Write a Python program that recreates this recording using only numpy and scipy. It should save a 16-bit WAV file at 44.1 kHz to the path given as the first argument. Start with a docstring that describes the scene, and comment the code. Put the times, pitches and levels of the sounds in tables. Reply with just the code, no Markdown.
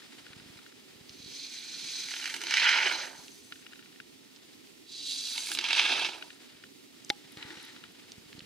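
"""Expanding foam is squirted twice from an aerosol can through a straw into an open metal box on a workbench.
Gas hisses first, as coloured noise; then foam spits in short puffs of noise and gushes in a lumpy stream.
The straw clicks on the rim, as ringing tones, a sleeve rustles in clumps of noise and small ticks sound.
A hand-held camera hears it through two ports and adds the whir and ticks of its lens,
bumps of its grip and its own hiss over the murmur of the room."""
import sys
import numpy as np
from scipy import signal
from scipy.fft import rfft, irfft, next_fast_len
from scipy.io import wavfile
from scipy.ndimage import uniform_filter1d

SR = 44100
rng = np.random.default_rng(int(sys.argv[2]) if len(sys.argv) > 2 else 0)


def ratio(d):
    """dB to gain"""
    e = np.asarray(d, float) / 20
    return 10 ** e


def generate_wav(signal):
    """Clip the signal to [-1, 1] and save it as 16-bit WAV at the path in sys.argv[1]."""
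    frames = np.transpose(np.atleast_2d(signal))
    scaled = np.clip(frames, -1, 1) * 32767
    pcm = np.round(scaled).astype(np.int16)
    wavfile.write(sys.argv[1], SR, pcm)


N = 372787   # length in samples
SIZE = next_fast_len(N + SR // 4)   # room for filters to ring out
HZ = np.maximum(np.arange(SIZE // 2 + 1) * SR / SIZE, 1)   # frequency grid


def rms_one(x):
    """Scale to unit rms."""
    return x / np.sqrt(np.mean(x ** 2) + 1e-20)


def in_time(rows):
    """Columns of a table joined by straight lines; the level falls silent outside it."""
    s, level_db, *others = np.transpose(rows)
    now = np.arange(N) / SR
    level = ratio(np.interp(now, s, level_db, -140, -140))
    return [level] + [np.interp(now, s, column) for column in others]


def over_hz(points):
    """Columns of a table on the frequency grid, joined along log frequency."""
    hz, *columns = np.transpose(points)
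    return [np.interp(np.log(HZ), np.log(hz), column) for column in columns]


def drift(rate):
    """Random wandering of unit rms, with twice `rate` turning points a second."""
    knots = rng.standard_normal(int(N / SR * rate * 2) + 2)
    places = np.linspace(0, len(knots) - 1, N)
    wander = np.interp(places, np.arange(len(knots)), knots)
    return rms_one(uniform_filter1d(wander, size=400))


def bursts(at_s, heights, t60):
    """Envelope of sudden puffs that die away by 60 dB in t60 seconds."""
    out = np.zeros(N)
    for s, height, length in np.broadcast(at_s, heights, t60):
        start = round(s * SR)
        tail = np.arange(min(round(max(length, .002) * SR), N - start))
        rise = np.minimum(tail / 32.3, 1)   # under a millisecond
        out[start:start + len(tail)] += height * rise * ratio(-60 * tail / len(tail))
    return out


def colour(spectrum, rings=(), under_db=0, band_hz=(1, 22050)):
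    """Causal (minimum-phase) response of a broad slope plus resonances; white noise gets rms 1 within the band."""
    power = ratio(over_hz(spectrum)[0] + under_db) ** 2
    for hz, width_hz, level_db in rings:
        power += ratio(level_db) ** 2 / (1 + (2 * (HZ - hz) / width_hz) ** 2) ** 1.6
    in_band = (HZ >= band_hz[0]) & (HZ <= band_hz[1])
    power /= np.sum(power[in_band]) / len(HZ)
    # folding the cepstrum forward makes the response start at once
    cepstrum = irfft(np.log(power) / 2, SIZE)
    cepstrum[1:SIZE // 2] *= 2
    cepstrum[SIZE // 2 + 1:] = 0
    return np.exp(rfft(cepstrum))


def modes(table):
    """Response of struck modes; a unit click sets each ringing at its level, neighbours in opposite sense."""
    now = np.arange(SR // 5) / SR
    rings = [ratio(db - 60 * now / t60) * np.sin(2 * np.pi * hz * now) for hz, db, t60 in table]
    return rfft(sum(rings[::2]) - sum(rings[1::2]), SIZE)


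# how the two ports hear a direction: f/Hz, left over right level/dB, left's lead/rad, likeness (0-1)
FROM_BOX = [(200, -10, .4, .8), (500, -12, .5, .95), (1000, -9, .8, .98), (1400, -7, .8, .96),
            (2000, -3, .6, .92), (2900, -3, .25, .9), (3400, -3, .45, .88), (4100, -6, .35, .9),
            (4800, -1, .45, .85), (5500, -3, .3, .35), (6200, 6, -.4, .8), (7200, -1, -1.1, .65),
            (8300, -10, -.3, .55), (9600, -9, .1, .65), (11000, -7, .8, .3), (14500, -2, 2.4, .4)]
FROM_HANDS = [(150, -4, .4, .8), (500, -3, .8, .8), (900, 2, .9, .9), (1900, 5, .9, .8), (2500, 4, 1.7, .5),
              (3400, -1, 1.0, .4), (4800, -4, .1, .7), (7000, 1, -.8, .3), (10000, -4, -.1, .3)]
ALL_ROUND = [(60, -12, 13, 0.54), (203, -7, 2.5, 0.091), (508, -3.5, 2, 0.9), (1510, -7, 13, 0.86),
             (2980, -3, 0.8, 0.26), (4800, 0, 1.5, .45), (7000, -1, 1.5, .1), (14000, -1.5, -42, .1)]


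def heard(envelope, response, direction, noisy=True):
    """Noise under the envelope (or bare clicks), filtered; ports get shared and own parts; mid level is kept."""
    balance_db, lead, alike = over_hz(direction)
    alike = np.clip(alike, 0, 1) if noisy else 1
    left, right = ratio(balance_db / 2), ratio(-balance_db / 2)
    mid = np.sqrt(left ** 2 + right ** 2 + 2 * alike * left * right * np.cos(lead)) / 2
    source = rng.standard_normal((3, N)) if noisy else np.ones((3, N))
    shared, *own = rfft(envelope * source, SIZE)
    turned = shared * np.exp(np.outer([.5j, -.5j], lead))
    ports = np.sqrt(alike) * turned + np.sqrt(1 - alike) * np.array(own)
    return irfft(ports * [left, right] / mid * response, SIZE)[:, :N]


def tilted(x, extra_db, edge_hz, kind):
    """Raise or lower one end of the spectrum over time."""
    end = signal.sosfiltfilt(signal.butter(2, edge_hz, kind, fs=SR, output="sos"), x)
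    return x + (ratio(extra_db) - 1) * end


def patchy(x, spread_db, rate):
    """A source that keeps changing shape: overlapping half-octave bands swell and sink on their own."""
    spectrum = rfft(x, SIZE)
    step = np.clip(2 * np.log2(HZ / 700), 0, 8)
    out = 0
    for k in range(9):
        band = irfft(spectrum * np.maximum(1 - abs(step - k), 0), SIZE)[:, :N]
        out = out + band * rms_one(ratio(spread_db * drift(rate)))
    return out


# colour of the steady background: f/Hz, level/dB
ROOM_COLOUR = [(15, -59), (25, -63), (120, -17.5), (170, -17.5), (263, -3), (301, -6), (405, -9.5),
               (531, -24), (1260, -25), (1400, -23), (1610, -40), (1790, -22), (2280, -20.5), (3720, -17.5),
               (16000, -32)]
ROOM_DB = -63   # level at 200-450 Hz


def room():
    """Murmur of the room air and the camera's own hiss: noise whose level wavers slightly."""
    return heard(ratio(ROOM_DB + 1.0 * drift(18)), colour(ROOM_COLOUR, band_hz=(200, 450)), ALL_ROUND)


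# single bumps as the grip shifts on the camera: t/s, level/dB
BUMPS = [(0.302, -47), (0.364, -46), (0.399, -52), (0.419, -48), (0.459, -46), (0.499, -46), (0.559, -48),
         (0.959, -52), (1.009, -47), (1.1, -49), (1.176, -54), (1.199, -46), (1.239, -49), (1.259, -45),
         (3.189, -51), (6.039, -50), (6.549, -52), (7.099, -45), (7.249, -54), (7.37, -44), (7.449, -42.5),
         (7.569, -49), (8.179, -43), (8.259, -51), (8.349, -45), (8.379, -44), (8.419, -46)]
# dull colour of the grip noise: f/Hz, level/dB
GRIP_COLOUR = [(25, -28), (60, -10.5), (130, -1.5), (250, -1.5), (500, -7.5), (1000, -59)]
GRIP_DB, SQUEEZE_DB, SQUEEZE_S = -74, -2, 0.34   # resting rumble; swell of pressure around bumps and its length


def grip():
    """Lumpy low rumble through the camera body that swells around a few dull bumps, each one short push."""
    s, peak_db = np.transpose(BUMPS)
    bumps = bursts(s, ratio(peak_db), 0.011)
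    squeeze = ratio(SQUEEZE_DB) * np.sqrt(np.abs(uniform_filter1d(bumps ** 2, round(SQUEEZE_S * SR))))
    lumps = rms_one(ratio(2.0 * drift(25)))
    pressure = np.hypot(ratio(GRIP_DB + 2.0 * drift(2.5)), squeeze) * lumps
    response = colour(GRIP_COLOUR, band_hz=(40, 220))
    rumble = heard(pressure, response, FROM_HANDS)
    return rumble + heard(bumps, 3.3 * response / abs(response).max(), FROM_HANDS, noisy=False)


def rustle(level, spectrum, clump_db, rings=()):
    """Fibres and small parts slip in clumps: noise whose level jumps about."""
    clumps = rms_one(ratio(clump_db * drift(100)))
    return heard(level * clumps, colour(spectrum, rings, band_hz=(1200, 6000)), FROM_HANDS)


# lens whir and faint movement, running throughout: t/s, level/dB (at 1.2-6 kHz)
WHIR = [(0, -57), (.55, -59.5), (.75, -62), (3.8, -64.5), (4.2, -67.5), (4.5, -63), (4.8, -68), (6.3, -60),
        (6.6, -60.5), (6.75, -71.5), (7.0, -63.5), (7.3, -59.5), (8.2, -60.5), (8.46, -60.5)]
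# its colour: f/Hz, level/dB
WHIR_COLOUR = [(290, -31.5), (500, -5.5), (985, -6.5), (1870, -3.5), (2430, -3.5), (3930, -3), (4140, -5),
               (5060, -3), (5550, -11.5), (9960, -16), (12000, -36), (15600, -46), (22000, -120)]


def whir():
    """The lens whir and faint movement, made as one soft rustle that rises and falls."""
    return rustle(in_time(WHIR)[0], WHIR_COLOUR, clump_db=2.1)


# firm steps of the lens motor: t/s, level/dB
STEPS = [(0.019, -64), (0.1206, -65), (0.2633, -58), (0.3303, -57), (0.397, -60.5), (0.5881, -63),
         (0.662, -60), (0.722, -67), (3.5213, -48.5), (3.6638, -57), (3.7312, -58), (3.833, -65),
         (3.9998, -55), (6.2232, -46.5), (6.302, -56), (6.6364, -58.5), (7.4255, -47), (7.5035, -57),
         (7.5702, -56.5), (7.6627, -66), (7.7612, -59), (7.8375, -57)]
# spells of faint stepping: start t/s, end t/s, highest level/dB
HUNTING = [(0.289, .53, -66), (3.556, 3.97, -62), (6.262, 6.601, -67)]
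# ringing of the camera shell: f/Hz, level/dB, time to fall 60 dB/s
SHELL = [(1440, 0, .016), (1830, -1, .012), (2450, -2, .01), (2900, -5, .02), (3300, -3, .008),
         (3900, -4, .008), (4950, -10, .01)]
STEP_S = .0335   # beat of the faint steps


def lens_steps():
    """Each step is a few milliseconds of rough contact inside the shell; faint ones keep a steady beat."""
    s, peak_db = np.transpose(STEPS)
    contact = bursts(s, ratio(peak_db), 0.022)
    for start_s, end_s, faint_db in HUNTING:
        at_s = np.arange(start_s, end_s, STEP_S)
        heights = ratio(faint_db - 13.0 * rng.random(30)[:len(at_s)])
        contact = np.maximum(contact, bursts(at_s, heights, 0.026))
    no_bass = (1j * HZ / (660.0 + 1j * HZ)) ** 3
    return heard(contact, modes(SHELL) * no_bass, FROM_HANDS)


# small bright ticks at the bench: t/s, level/dB, centre f/Hz
TICKS = [(1.094, -28.5, 4050), (3.281, -26.5, 4270), (4.361, -32, 4570), (4.672, -35.5, 3660),
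         (7.047, -30, 6640), (7.084, -37, 4500), (7.0942, -21.5, 6350), (7.321, -36.5, 10500),
         (7.628, -36, 10400), (7.651, -38, 10800), (7.92, -44, 10400), (8.041, -42, 2500),
         (8.119, -24.5, 4440), (8.329, -28.5, 2740), (8.392, -25.5, 4330), (8.405, -30, 2000)]


def ticks():
    """Each tick is a puff of noise around its own pitch, a little stronger on the right."""
    out = np.zeros(N)
    for s, peak_db, hz in TICKS:
        # 4 dB more, as the band filter takes some away
        puff = bursts(0, ratio(peak_db + 4), 0.0078)[:1024] * rng.standard_normal(1024)
        edges = [max(hz - 1500, hz * 0.52), hz + 1500]
        start = round(s * SR)
        band = signal.butter(3, edges, "band", fs=SR, output="sos")
        out[start:start + 1024] += signal.sosfilt(band, puff)
    return out * ratio([[-1.5], [1.5]])


DRAG_S, DRAG_DB, CATCH_S, STROKE_S, RELEASE_S = 7.365, -48.5, 0.0063, .3, 0.22
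STROKE_SAG_DB, RELEASE_DB = 5.5, 15   # loss along the stroke; rise at the catch and fall at the release


def drag():
    """Level of the sleeve's stroke: a quick catch, a slow sag and a release."""
    s = DRAG_S + np.cumsum([0, CATCH_S, STROKE_S, RELEASE_S])
    level_db = DRAG_DB - np.cumsum([RELEASE_DB, -RELEASE_DB, STROKE_SAG_DB, RELEASE_DB])
    return in_time(np.transpose([s, level_db]))[0]


# broad colour of the sleeve's stroke: f/Hz, level/dB
DRAG_COLOUR = [(180, -29), (300, 4.5), (690, -21), (844, -4), (1100, -10.5), (1470, -4.5), (2690, -9),
               (3890, -6), (7320, -20), (10800, -26), (12000, -32), (15600, -62), (22000, -120)]
# the stroke sets the board under it singing: f/Hz, width f/Hz, level/dB
DRAG_RINGS = [(870, 63, -6), (1170, 23, -6), (1920, 210, -1.5), (2850, 81, -11), (3930, 270, -5),
              (5730, 23, -4)]
DRAG_TREBLE_DB, DRAG_BRIGHTENS_DB = -4.5, 7   # at the catch; gain by the end of the stroke


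def sleeve():
    """The stroke starts dull and brightens as it gathers speed."""
    along = np.clip((np.arange(N) / SR - DRAG_S) / STROKE_S, 0, 1)
    cloth = rustle(drag(), DRAG_COLOUR, clump_db=2.0, rings=DRAG_RINGS)
    stroke = patchy(cloth, spread_db=1.0, rate=21.0)
    return tilted(stroke, DRAG_TREBLE_DB + DRAG_BRIGHTENS_DB * along, 2400, "high")


# straw against the rim of the box: t/s, first click level/dB, loss per rebound/dB
KNOCKS = [(7.1006, -24, 2.5), (7.372, -46, 22)]
# ringing of the box: f/Hz, level/dB, time to fall 60 dB/s
BOX = [(377, 5.5, 0.012), (820, -8, 0.088), (1380, -5.5, 0.015), (1810, 2.5, 0.015), (2190, 2, 0.017),
       (3080, 2, 0.019), (3550, 5, 0.0084), (4100, 5, 0.012), (4800, 3, 0.0051), (5300, -3, 0.0092),
       (5840, 2, 0.0065), (7160, -19, 0.0071), (9500, -8, 0.0041)]
REBOUND_S, REBOUND_SLOWS = 0.000794, 1.35   # first gap; each next gap is this many times longer


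def knocks():
    """A hard touch and three quick rebounds set every mode of the box ringing."""
    after_s = REBOUND_S * np.cumsum([0, 1, REBOUND_SLOWS, REBOUND_SLOWS ** 2])
    clicks = np.zeros(N)
    for s, peak_db, loss_db in KNOCKS:
        clicks[np.round((s + after_s) * SR).astype(int)] = ratio(peak_db - loss_db * np.arange(4))
    no_bass = (1j * HZ / (220.0 + 1j * HZ)) ** 2
    return heard(clicks, modes(BOX) * no_bass, FROM_HANDS, noisy=False)


# the clearest spits of foam: t/s, level/dB
SPITS = [(1.844, -39), (1.954, -37.5), (2.0014, -40), (2.086, -34), (2.2084, -38), (2.2557, -26),
         (2.2418, -29), (2.275, -29.5), (2.2977, -30.5), (2.3405, -25.5), (2.3632, -30.5), (2.4152, -28.5),
         (2.436, -26.5), (2.468, -24.5), (2.4837, -31), (2.5083, -19), (2.5223, -24), (2.539, -16.5),
         (2.5695, -17), (2.597, -19), (2.692, -19.5), (5.3779, -24.5), (5.47, -34), (5.5162, -25),
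         (5.5494, -29), (5.5726, -30), (5.5876, -21), (5.6102, -29), (5.6404, -24), (5.686, -24),
         (5.706, -23.5), (5.7295, -19.5), (5.7954, -17.5), (5.827, -29), (5.9943, -22.5), (6.0463, -30),
         (6.079, -41)]
# smaller random spits, a row for each squirt: start t/s, end t/s, highest level/dB
SPUTTER = [(2.1, 2.42, -32), (5.38, 5.5, -41)]
SPUTTER_PER_S, SPIT_T60_S = 45.0, 0.021


def spits(squirt):
    """Envelope of the clear spits of one squirt and freshly drawn small ones at chance moments."""
    s, peak_db = np.transpose([row for row in SPITS if (row[0] > 4) == squirt])
    clear = bursts(s, ratio(peak_db), SPIT_T60_S)
    start_s, end_s, small_db = SPUTTER[squirt]
    gap, size = rng.random((40, 2)).T
    at_s = start_s - np.cumsum(np.log(gap)) / SPUTTER_PER_S
    heights = ratio(small_db - 6.0 * size)
    small = bursts(at_s[at_s < end_s], heights[at_s < end_s], SPIT_T60_S)
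    return np.maximum(clear, small)


# propellant gas through the straw, one table a squirt: t/s, level/dB (at 3.5-7 kHz)
GAS = [
    [(1.07, -69), (1.11, -57.5), (1.25, -52.5), (1.32, -47.5), (1.48, -43.5), (1.65, -45.5), (1.95, -38.5),
     (2.4, -50), (2.56, -36), (3.02, -40.5), (3.14, -58.5), (3.3, -63), (3.62, -69)],
    [(4.84, -78), (4.9, -47.5), (4.96, -44), (5.1, -37), (5.36, -39), (5.62, -52), (5.75, -36.5),
     (5.87, -40), (6.05, -43.5), (6.2, -61), (6.35, -71)],
]
# broad colour of the gas, one table a squirt: f/Hz, level/dB
GAS_COLOUR = [
    [(710, -25), (1200, -19), (2210, -6.5), (2710, -5), (4200, 7.5), (5610, -1.5), (6310, -2.5),
     (7170, -7.5), (15500, -35)],
    [(710, -66), (1200, -28), (3050, -9.5), (3980, 6), (4670, 1.5), (5610, -3.5), (6110, -4), (9990, -23.5),
     (15500, -35)],
]
# resonances of straw and box on it, one table a squirt: f/Hz, width f/Hz, level/dB
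GAS_RINGS = [
    [(2400, 300, -5), (3400, 250, -7), (4200, 350, 0), (4900, 300, -6), (6150, 300, -1), (8050, 400, -16),
     (11900, 700, -29), (9700, 900, -21)],
    [(2800, 250, -10), (3430, 200, -2), (3910, 400, 0), (4610, 250, 0), (6180, 400, -9), (7340, 400, -14),
     (8460, 400, -15), (10000, 1200, -20)],
]
# the jet brightens while foam climbs the straw, until the gush; a row for each squirt:
# gush t/s, starting treble level/dB, rise/(dB/s), treble level after/dB
BRIGHTENS = [(2.44, 0, 4.5, -0.5), (5.56, -4, 25.5, -4.5)]
TREBLE_KEEPS = 0.78   # share of each sag in the jet that its treble, straight from the valve, does not follow
SPIT_GAS_DB = -5.5   # puffs of gas against the spits


def gas(squirt):
    """A turbulent jet that flutters as droplets pass the valve; spits free puffs of gas."""
    level, = in_time(GAS[squirt])
    gush_s, start_db, db_per_s, after_db = BRIGHTENS[squirt]
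    now = np.arange(N) / SR
    sag_db = 20 * np.log10(np.maximum.accumulate(level) / level)   # below the loudest so far
    rising_db = start_db + db_per_s * (now - GAS[squirt][0][0])
    treble_db = np.where(now < gush_s, rising_db, after_db) + TREBLE_KEEPS * sag_db
    treble_db = uniform_filter1d(np.clip(treble_db, -12, 28.0), size=2000)
    flutter = ratio(0.31 * drift(12) + 0.33 * drift(60) + 1.33 * drift(320))
    jet = np.hypot(level * rms_one(flutter), ratio(SPIT_GAS_DB) * spits(squirt))
    response = colour(GAS_COLOUR[squirt], GAS_RINGS[squirt], under_db=-6.5, band_hz=(3500, 7000))
    return tilted(heard(jet, response, FROM_BOX), treble_db, 9050, "high")


# foam leaving the tip, one table a squirt: t/s, level/dB (at 1.2-3 kHz)
FOAM = [
    [(1.5, -58), (1.95, -56.5), (2.3, -42), (2.41, -49.5), (2.5, -38.5), (2.55, -29.5), (2.66, -21.5),
     (2.76, -26), (2.87, -30), (3.05, -47), (3.14, -63), (3.3, -74)],
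    [(5.1, -60), (5.38, -48.5), (5.6, -48.5), (5.66, -35), (5.72, -36), (5.79, -27), (5.88, -30.5),
     (6.06, -35.5), (6.12, -45.5), (6.28, -71)],
]
# broad colour of the foam, one table a squirt: f/Hz, level/dB
FOAM_COLOUR = [
    [(120, -65), (200, -40), (334, -21), (709, -12), (916, -7.5), (1100, -13), (1450, -2.5), (2210, 1.5),
     (4950, -16), (10100, -53), (16000, -64)],
    [(120, -47), (200, -25), (401, -7.5), (500, -11.5), (950, -1.5), (1100, -11), (1270, -4.5), (1980, -11),
     (3490, 1), (10100, -35.5), (16000, -58)],
]
# resonances of straw and box on it, one table a squirt: f/Hz, width f/Hz, level/dB
FOAM_RINGS = [
    [(358, 90, -18), (934, 120, -11.5), (1390, 62, -7.5), (1910, 190, -9.5), (2280, 130, -10),
     (2932, 170, -1.5), (3180, 130, -10), (4000, 160, -17), (5090, 220, -15), (6140, 240, -29)],
    [(349, 82, -8), (947, 73, -10), (1324, 49, -9), (1700, 190, -10.5), (2200, 93, -4), (2595, 530, -2.5),
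     (3040, 120, -13), (3590, 83, -9), (5000, 330, -10.5), (6000, 280, -16), (9860, 370, -26)],
]
# the low gurgle of the gush follows it late, a row for each squirt: lag t/s, level/dB
GURGLE = [(0.18, -2.5), (0.093, -5.5)]
# air in the box, pushed by spits: pitch, width, gain at that pitch and length of each push
BOOM_HZ, BOOM_WIDTH_HZ, BOOM_DB, BOOM_S = 338, 136, 13, 0.057


def foam(squirt, per_s=85.0, t60=0.052, lumpy=0.18):
    """Gas pockets burst at the tip in uneven succession over a steady gush; spits push the air in the box."""
    level, = in_time(FOAM[squirt])
    lag_s, gurgle_db = GURGLE[squirt]
    late = uniform_filter1d(np.roll(level, round(lag_s * SR)), size=8000)
    bass_db = np.clip(gurgle_db + 20 * np.log10(late / level), -12.0, 27.0)

    at_s = np.cumsum(rng.gamma(3.0, 1 / 3.0, 2000) / per_s)
    at_s = at_s[at_s < N / SR - .1]
    heights = ratio(2.0 * rng.standard_normal(2000)[:len(at_s)])
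    pockets = rms_one(bursts(at_s, heights, t60))
    flow = level * np.sqrt(1 - lumpy + lumpy * pockets ** 2) * rms_one(ratio(2.0 * drift(250)))
    response = colour(FOAM_COLOUR[squirt], FOAM_RINGS[squirt], under_db=-5.5, band_hz=(1200, 3000))
    gush = tilted(heard(flow, response, FROM_BOX), bass_db, 1070, "low")

    thin = HZ ** 2 / (HZ ** 2 + 880.0 ** 2)   # a single spit moves little air: weak bass
    puffs = spits(squirt)
    boom = ratio(BOOM_DB) / (1 + 1j * (HZ / BOOM_HZ - BOOM_HZ / HZ) * BOOM_HZ / BOOM_WIDTH_HZ) ** 2
    pushed = uniform_filter1d(puffs * (bass_db > -6.0), round(BOOM_S * SR))   # only while the gurgle is up
    return gush + heard(puffs, response * thin, FROM_BOX) + heard(pushed, boom, FROM_BOX)


BOX_ECHO_T60_S, BOX_ECHO_DB = .12, -6   # sound bouncing inside the open box; its level against the direct sound


def in_box(x):
    """Dense early echoes between the metal walls leave a fine comb of resonances, weaker in the bass."""
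    now = np.arange(SR // 4) / SR
    echoes = rng.standard_normal(len(now)) * ratio(-60 * now / BOX_ECHO_T60_S) * (now > .001)
    echoes = echoes / np.sqrt(np.sum(echoes ** 2))
    share = ratio(BOX_ECHO_DB) * HZ ** 2 / (HZ ** 2 + 1200.0 ** 2)
    response = (1 + share * rfft(echoes, SIZE)) / np.sqrt(1 + share ** 2)
    return irfft(rfft(x, SIZE) * response, SIZE)[:, :N]


def scene():
    """Background, camera noises and handling, with both squirts of the can sounding inside the box."""
    background = room() + grip() + whir() + lens_steps()
    handling = ticks() + sleeve() + knocks()
    hiss = patchy(gas(0) + gas(1), spread_db=1.4, rate=30.0)
    spatter = patchy(foam(0) + foam(1), spread_db=1.63, rate=38.0)
    return background + handling + in_box(hiss + spatter)


def top_cut(x):
    """Nothing passes above the cut-off."""
    return signal.sosfilt(signal.butter(12, 16340, fs=SR, output="sos"), x)


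def record(dry):
    """The camera body weakens a narrow band near 1.1 kHz; deep bass is rolled off and the top cut steeply."""
    notch = 1 - 0.27 / (1 + 2j * (HZ - 1090) / 160)
    bass = (1j * HZ / (13.7 + 1j * HZ)) ** 2
    top = 1 / (1 + (HZ / 15750) ** 200)
    mix = irfft(rfft(dry, SIZE) * notch * bass * top, SIZE)[:, :N]
    return top_cut(mix)


dry = scene()
out = record(dry)
generate_wav(out)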